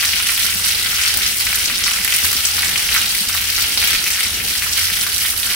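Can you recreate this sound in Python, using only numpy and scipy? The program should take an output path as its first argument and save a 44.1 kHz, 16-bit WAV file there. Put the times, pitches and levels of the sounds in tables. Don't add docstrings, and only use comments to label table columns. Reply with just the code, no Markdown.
import sys
import numpy as np
from scipy import signal
from scipy.fft import rfft, irfft, next_fast_len
from scipy.io import wavfile
from scipy.ndimage import uniform_filter1d, map_coordinates

SR = 44100
rng = np.random.default_rng(int(sys.argv[2]) if len(sys.argv) > 2 else 0)


def materialize(psi):
    bounded = np.clip(np.atleast_2d(psi).T, -1, 1)
    quanta = np.round(bounded * 32767).astype(np.int16)
    wavfile.write(sys.argv[1], SR, quanta)


N = 244744

# (time [s], plop level [dB], spray level [dB])
FLOW = [(0.0, -20.5, -21), (0.17, -22, -28.5), (0.34, -22, -21), (0.97, -21.5, -25), (1.07, -18.5, -31),
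        (1.28, -20, -26.5), (1.39, -28, -20), (1.41, -18.5, -21), (1.61, -22, -22.5), (1.82, -23, -32.5),
        (1.84, -21, -30.5), (2.27, -22, -19.5), (2.47, -20.5, -22.5), (2.49, -22.5, -22.5),
        (2.98, -18.5, -23), (3.06, -23, -27), (3.14, -24, -23), (3.71, -21, -23), (4.39, -22, -28),
        (4.44, -27.5, -20), (4.48, -21.5, -24), (5.43, -25, -21.5), (5.52, -20.5, -24), (5.55, -25, -26)]
# (time [s], left over right [dB], share of shifted colour [0-1])
TURN = [(0, 3, 0), (.4, -2, 0.06), (.9, 3, 0), (4.3, 3.5, 0.2), (4.9, -2, 0.45), (5.55, -5.5, 0.6)]


def amp(db):
    return 10 ** (np.asarray(db) / 20)


def unit(x):
    return x / np.sqrt(np.mean(x ** 2) + 1e-20)


def along(points, hz, axis=1):
    p = np.array(points, float)
    return np.interp(np.log(hz + 1), np.log(p[:, 0] + 1), p[:, axis])


def curves(rows):
    time_s, *columns = np.transpose(rows)
    return [np.interp(np.arange(N) / SR, time_s, column) for column in columns]


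def wobble(rate_hz):
    knots = rng.standard_normal(N // 100)
    return map_coordinates(knots, [np.arange(N) * rate_hz / SR])


def filtered(x, response):
    m = next_fast_len(N + 8192)
    return irfft(rfft(x, m) * response(np.fft.rfftfreq(m, 1 / SR)), m)[..., :N]


def rush(spectrum, patchy_db):
    # (frequency [Hz], correlation [0-1])
    likeness = [(60, 0.95), (130, 1), (290, 0.92), (640, 0.68), (1410, 0.3), (3100, 0.13), (6820, 0.27),
                (15000, 0.19)]
    z = signal.stft(rng.standard_normal((2, N)), nperseg=256)[2]
    field = uniform_filter1d(rng.standard_normal(z.shape[1:]), size=5, axis=0)
    field = uniform_filter1d(field, size=8, axis=1)
    pair = signal.istft(z * amp(patchy_db * unit(field)), nperseg=256)[1][:, :N]

    def response(hz):
        angle = np.arccos(np.clip(along(likeness, hz), -1, 1)) / 2
        return amp(along(spectrum, hz)) * [np.cos(angle), np.sin(angle)]

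    mid, side = filtered(pair, response)
    return unit(np.array([mid + side, mid - side]))


def lay(start_s, shapes):
    at = np.round(start_s * SR).astype(int)[:, None] + np.arange(shapes.shape[1])
    return np.bincount(np.clip(at, 0, N).ravel(), shapes.ravel(), N + 1)[:N]


def swell(t, rise_s):
    u = t / rise_s
    return (u * np.exp(1 - u)) ** 2


def town():
    # (frequency [Hz], relative density [dB])
    rumble_spectrum = [(14, -38), (24, -6), (80, 0.5), (94, -6), (123, -10.5), (195, -8.5), (316, -14.5),
                       (435, -13), (537, -17.5), (665, -17), (822, -14), (900, -18), (1170, -53),
                       (1980, -120)]
    # (time [s], level [dB])
    hum_level = [(0.0, -55), (0.12, -39), (0.29, -58), (0.48, -39), (1.11, -48), (2.83, -43), (3.01, -58),
                 (3.06, -37), (3.21, -54), (3.29, -40), (4.39, -54.5), (4.44, -37), (4.51, -56),
                 (4.56, -39), (5.47, -44.5), (5.55, -56)]
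    hum_hz, drift_hz, flutter_db = 85, 3.19, 2
    rumble_db, rumble_swell_db = -38.5, 1.24
    hum_db = curves(hum_level)[0] + flutter_db * wobble(10)
    cycles = np.cumsum(hum_hz + drift_hz * wobble(8.7)) / SR
    hum = np.sqrt(2) * amp(hum_db) * np.sin(2 * np.pi * cycles)
    rumble = amp(rumble_db + rumble_swell_db * wobble(6)) * rush(rumble_spectrum, patchy_db=1.5)
    return rumble + hum * amp([[-.6], [.6]])


def rain():
    # (frequency [Hz], relative density [dB])
    hiss_spectrum = [(500, -56), (800, -13), (1100, -10.5), (1400, -2), (1700, 0.5), (2000, -3), (2400, -4),
                     (2900, 7), (3500, -2.5), (6000, 0.5), (16000, -6)]
    plop_db = curves(FLOW)[0]
    level_db = -23.0 + 0.8 * (plop_db - plop_db.mean())
    return amp(level_db) * rush(hiss_spectrum, patchy_db=1.0)


def pings():
    # (time [s], level before the 0.8 ms onset [dB])
    strikes = [(.08, -43), (.135, -44), (.745, -44), (1.128, -42), (1.16, -44), (2.53, -40), (2.565, -43),
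               (2.6, -42), (2.626, -42), (4.62, -43)]
    # (pitch [Hz], t60 [s])
    pipe = (840, .16)
    s, db = np.transpose(strikes)[:, :, None]
    hz, t60_s = pipe
    t = np.arange(SR // 4) / SR
    envelope = amp(db - 60 * t / t60_s) * (1 - np.exp(-t / 0.0008))
    return lay(s[:, 0], envelope * np.sin(2 * np.pi * hz * t))


def thuds():
    # (start time [s], envelope peak [dB], pitch [Hz])
    lumps = [(0.133, -39, 203), (0.549, -33, 181), (1.719, -33, 258), (1.992, -36, 194), (2.233, -35, 213),
             (2.352, -33, 253), (3.207, -29, 198), (3.27, -35, 243), (3.983, -43, 135), (4.263, -32, 241),
             (4.626, -42, 179.2)]
    s, db, hz = np.transpose(lumps)[:, :, None]
    t = np.arange(2000) / SR
    return lay(s[:, 0], amp(db) * swell(t, 1.47 / hz) * np.sin(2 * np.pi * hz * t))


def splats(rows, cycles, glide, spray_s, lag_s):
    # (delay [s], random spread [s], level [dB], lag of left behind right [s])
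    walls = [(.0039, .0003, -4, .00003), (.0053, .0004, -8, -.00007), (.016, .001, -13, .0001),
             (.021, .001, -13, -.0001), (.027, .001, -15, .0001)]
    # (frequency [Hz], gain [dB])
    puddle = [(300, -49), (700, -8.5), (1000, -8), (1400, 0), (1700, -4), (2000, 1), (2400, -1),
              (2900, 1.6), (3500, -1), (16000, 2)]
    # (frequency [Hz], gain [dB])
    spray_colour = [(1000, -28.5), (3000, -22), (5000, -14), (7000, -9), (16000, -9)]
    s, plop_db, hz, spray_db, pan_db = np.transpose(rows)
    t = np.arange(150) / SR
    chance = rng.standard_normal((len(s), 5 + len(walls)))

    rise_s = (cycles * np.exp(.25 * chance[:, 0]) / hz)[:, None]
    turns = hz[:, None] * (t + glide * (t * t / (2 * rise_s) - t)) + chance[:, 1:2]
    plop = amp(plop_db)[:, None] * swell(t, rise_s) * np.sin(2 * np.pi * turns)

    burst_s = spray_s * np.exp(.4 * chance[:, 2:3])
    fizz = rng.standard_normal(plop.shape)
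    bright = np.tanh(0.6 * chance[:, -1])[:, None]
    fizz = (fizz - bright * np.roll(fizz, 1, axis=1)) / np.sqrt(1 + bright ** 2)
    spray = amp(spray_db)[:, None] * swell(t, burst_s) * fizz

    plops, sprays = np.zeros((2, 2, N))
    paths = [(0, 0, 0, 0), *walls]
    for k, (delay_s, spread_s, db, wall_lag_s) in enumerate(paths):
        for port, side in enumerate((.5, -.5)):
            lag = side * (wall_lag_s + lag_s * chance[:, 3])
            arrive_s = s + delay_s + spread_s * chance[:, 3 + k] + lag
            gain = amp(db + side * pan_db * (k == 0))[:, None]
            plops[port] += lay(arrive_s - rise_s[:, 0], gain * plop)
            sprays[port] += lay(arrive_s - burst_s[:, 0], gain * spray)
    plops = filtered(plops, lambda f: amp(along(puddle, f)))
    sprays = filtered(sprays, lambda f: amp(along(spray_colour, f)))
    return plops, sprays


def small_splats(count):
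    even, normal = rng.random((count, 3)), rng.standard_normal((count, 2))
    time_s = even[:, 0] * N / SR
    size_db = 8 * np.tanh(-.5 * np.log(1 - even[:, 1]))
    spray_db = 0.35 * size_db + np.minimum(-3.2 * np.log(1 - even[:, 2]), 9)
    hz = np.clip(3300 * np.exp(.42 * normal[:, 0]), 1150, 9000)
    plop_db = size_db + 4 * np.log2(hz / 3000)
    pan_db = 4 * normal[:, 1]
    return np.transpose([time_s, plop_db, hz, spray_db, pan_db])


def streams():
    # (time [s], plop peak [dB], plop pitch [Hz], spray envelope peak [dB], left over right [dB])
    loud_splats = [(0.0285, -9, 1640, -10, 5), (0.0495, 0, 3770, -7, -1), (0.0895, -9, 4060, -4, -2),
                   (0.1339, -1.5, 2330, -18, 5), (0.2696, -5, 2370, -3, -6), (0.294, -3.5, 2080, -10, -3),
                   (0.3215, -20, 4840, -4, -1), (0.3443, -22, 2540, -1, -7), (0.3774, -4, 2650, 1, 3),
                   (0.5456, -18, 2260, 3.5, 1), (0.6438, 3.5, 4200, -11, -6), (0.8613, -3, 3040, -13, -1),
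                   (0.8891, -12, 4410, -11, -1), (1.0363, -7, 2330, -13, -2), (1.0502, -3, 2200, -5, 4),
                   (1.0783, -5, 3300, 2, 1), (1.1409, -3, 4030, -1, 0), (1.1728, -21, 3750, 6.5, 1),
                   (1.2352, -14, 4180, -18, -7), (1.2638, -12, 2020, -14, 10), (1.3183, -23, 3510, -10, 2),
                   (1.4056, -8, 2280, 2.5, 0), (1.4685, -4, 2030, -11, 1), (1.5293, -5, 1800, -28, 2),
                   (1.5568, -13, 5660, 2, -5), (1.7001, -6.5, 1680, -16, 4), (1.8393, 1, 4900, -16, 2),
                   (1.8799, -4, 2050, -13, -3), (1.9353, -1, 5200, -9, -1), (1.9615, -9, 2470, -11, 3),
                   (2.0403, -24, 2150, -6, -7), (2.0476, -17, 5800, 1, -15), (2.0774, -2.5, 2070, 0, 3),
                   (2.124, -1.5, 2380, -2, 5), (2.1401, 0, 4930, -10, -3), (2.3158, -4, 5280, 2, -6),
                   (2.3359, -21, 3100, -4, 1), (2.3665, -4, 3880, 3, -4), (2.4523, 8, 5950, -9, 4),
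                   (2.5612, -21, 2930, -4, -1), (2.5813, -8, 1430, -17, 1), (2.6315, -2.5, 1700, -15, 3),
                   (2.6593, -11, 1720, -5, -2), (2.7589, -2, 2380, -13, 3), (2.7782, 2, 5230, -10, -13),
                   (2.8259, -17, 4760, 0, -3), (2.8901, -2.5, 2370, -9, 0), (2.925, -4, 2730, -15, 6),
                   (2.9429, -6, 2660, 5, -6), (2.9498, -7, 1740, -7, 6), (2.9635, -4.5, 1530, -7, -12),
                   (2.9788, -2, 4720, -7, -6), (3.1852, -18, 3080, -3, 2), (3.2068, -16, 4890, 0, 2),
                   (3.3505, -8.5, 1220, -15, 5), (3.3765, -4.5, 2690, -7, -7), (3.4217, -9, 2200, -10, 3),
                   (3.5446, -22, 5990, -9, 3), (3.5545, -17, 4130, 0, 5), (3.6187, -5, 3220, -5, 2),
                   (3.6431, -3.5, 2350, -14, 3), (3.6944, -11, 5810, -3, 3), (3.7754, 4.5, 3620, 1, -5),
                   (3.827, -5, 1900, -7, 5), (3.9314, -7, 1860, -5, 5), (3.9497, -4, 2220, -11, -6),
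                   (4.0663, -9, 2290, 3, 4), (4.0798, -9, 4010, 0, 0), (4.1047, -9, 2450, 2, 4),
                   (4.2084, -9, 2410, -16, 5), (4.623, -7.5, 1780, -7, 3), (4.6414, -11, 1870, -8, 7),
                   (4.7337, -2, 5460, -15, -3), (4.9614, -12, 4630, -1, 0), (5.0664, -8, 1350, -8, 2),
                   (5.2515, -10, 1640, -9, 0), (5.3032, -9, 4760, 0, 9), (5.3767, -15, 4310, 4, -8),
                   (5.4001, -19, 4410, -3, -15), (5.4317, -4, 2970, -3, -3)]
    clump_db, surge_db = 0.4, 1.67
    plop_db, spray_db = curves(FLOW)
    plops, sprays = splats(small_splats(count=2300), cycles=1.15, glide=0.27, spray_s=.00035, lag_s=.00011)
    clumps = amp(clump_db * wobble(40) + surge_db * wobble(9))
    drift = amp(curves(TURN)[0] * [[.5], [-.5]])
    patter = amp(plop_db) * unit(clumps * plops)
    patter = patter + amp(spray_db) * unit(clumps * sprays) * drift
    plops, sprays = splats(loud_splats, cycles=.8, glide=.35, spray_s=.00042, lag_s=.00004)
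    return patter + plops + sprays


def yard(x, alike):
    # (frequency [Hz], t60 [s])
    decay = [(300, 0.32), (2000, 0.51), (8000, 0.22), (16000, 0.044)]
    a, b = rng.standard_normal((2, SR // 3))
    angle = np.arccos(np.clip(alike, 0, 1)) / 2
    pair = np.cos(angle) * a + np.sin(angle) * b * [[1], [-1]]
    hz, t, z = signal.stft(pair, SR, nperseg=256)
    fade = amp(-60 * t / along(decay, hz)[:, None])
    tail = signal.istft(z * fade, SR, nperseg=256)[1]
    return signal.fftconvolve(x, tail / np.linalg.norm(tail[0]), axes=1)[:, :N]


def scene():
    water = streams() + thuds() + pings()
    return water + amp(-6.5) * yard(water, alike=0.19) + rain() + town()


def record(dry):
    # (frequency [Hz], left gain [dB], right gain [dB])
    port_colour = [(1000, -0.5, 0), (2930, -0.5, -2), (4140, -0.2, 2), (4780, 1.5, 1), (5950, 1.5, 2),
                   (6320, -0.5, -12), (7740, -0.5, -1), (8150, -0.5, -0.5), (9440, -3, 8), (11100, -3.5, 2),
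                   (11600, -1.5, 5), (13100, 2.5, -0.5), (14400, 2, -2), (15600, 3.5, -16.7)]
    top_hz, ceiling = 15800, .92

    def colour(hz):
        return amp([along(port_colour, hz, axis=1), along(port_colour, hz, axis=2)])

    def shifted_colour(hz):
        return colour(hz - 1300 * np.exp(-((hz - 10500) / 3200) ** 2))

    ahead, aside = filtered(dry, colour), filtered(dry, shifted_colour)
    turned = np.clip(curves(TURN)[1], 0, 1)
    ports = (1 - turned) * ahead + turned * aside
    ports = filtered(ports, lambda hz: hz < top_hz)
    held = ports / (1 + np.abs(ports / ceiling) ** 5) ** (1 / 5)
    return filtered(held, lambda hz: hz < top_hz)


dry = scene()
out = record(dry)
materialize(out)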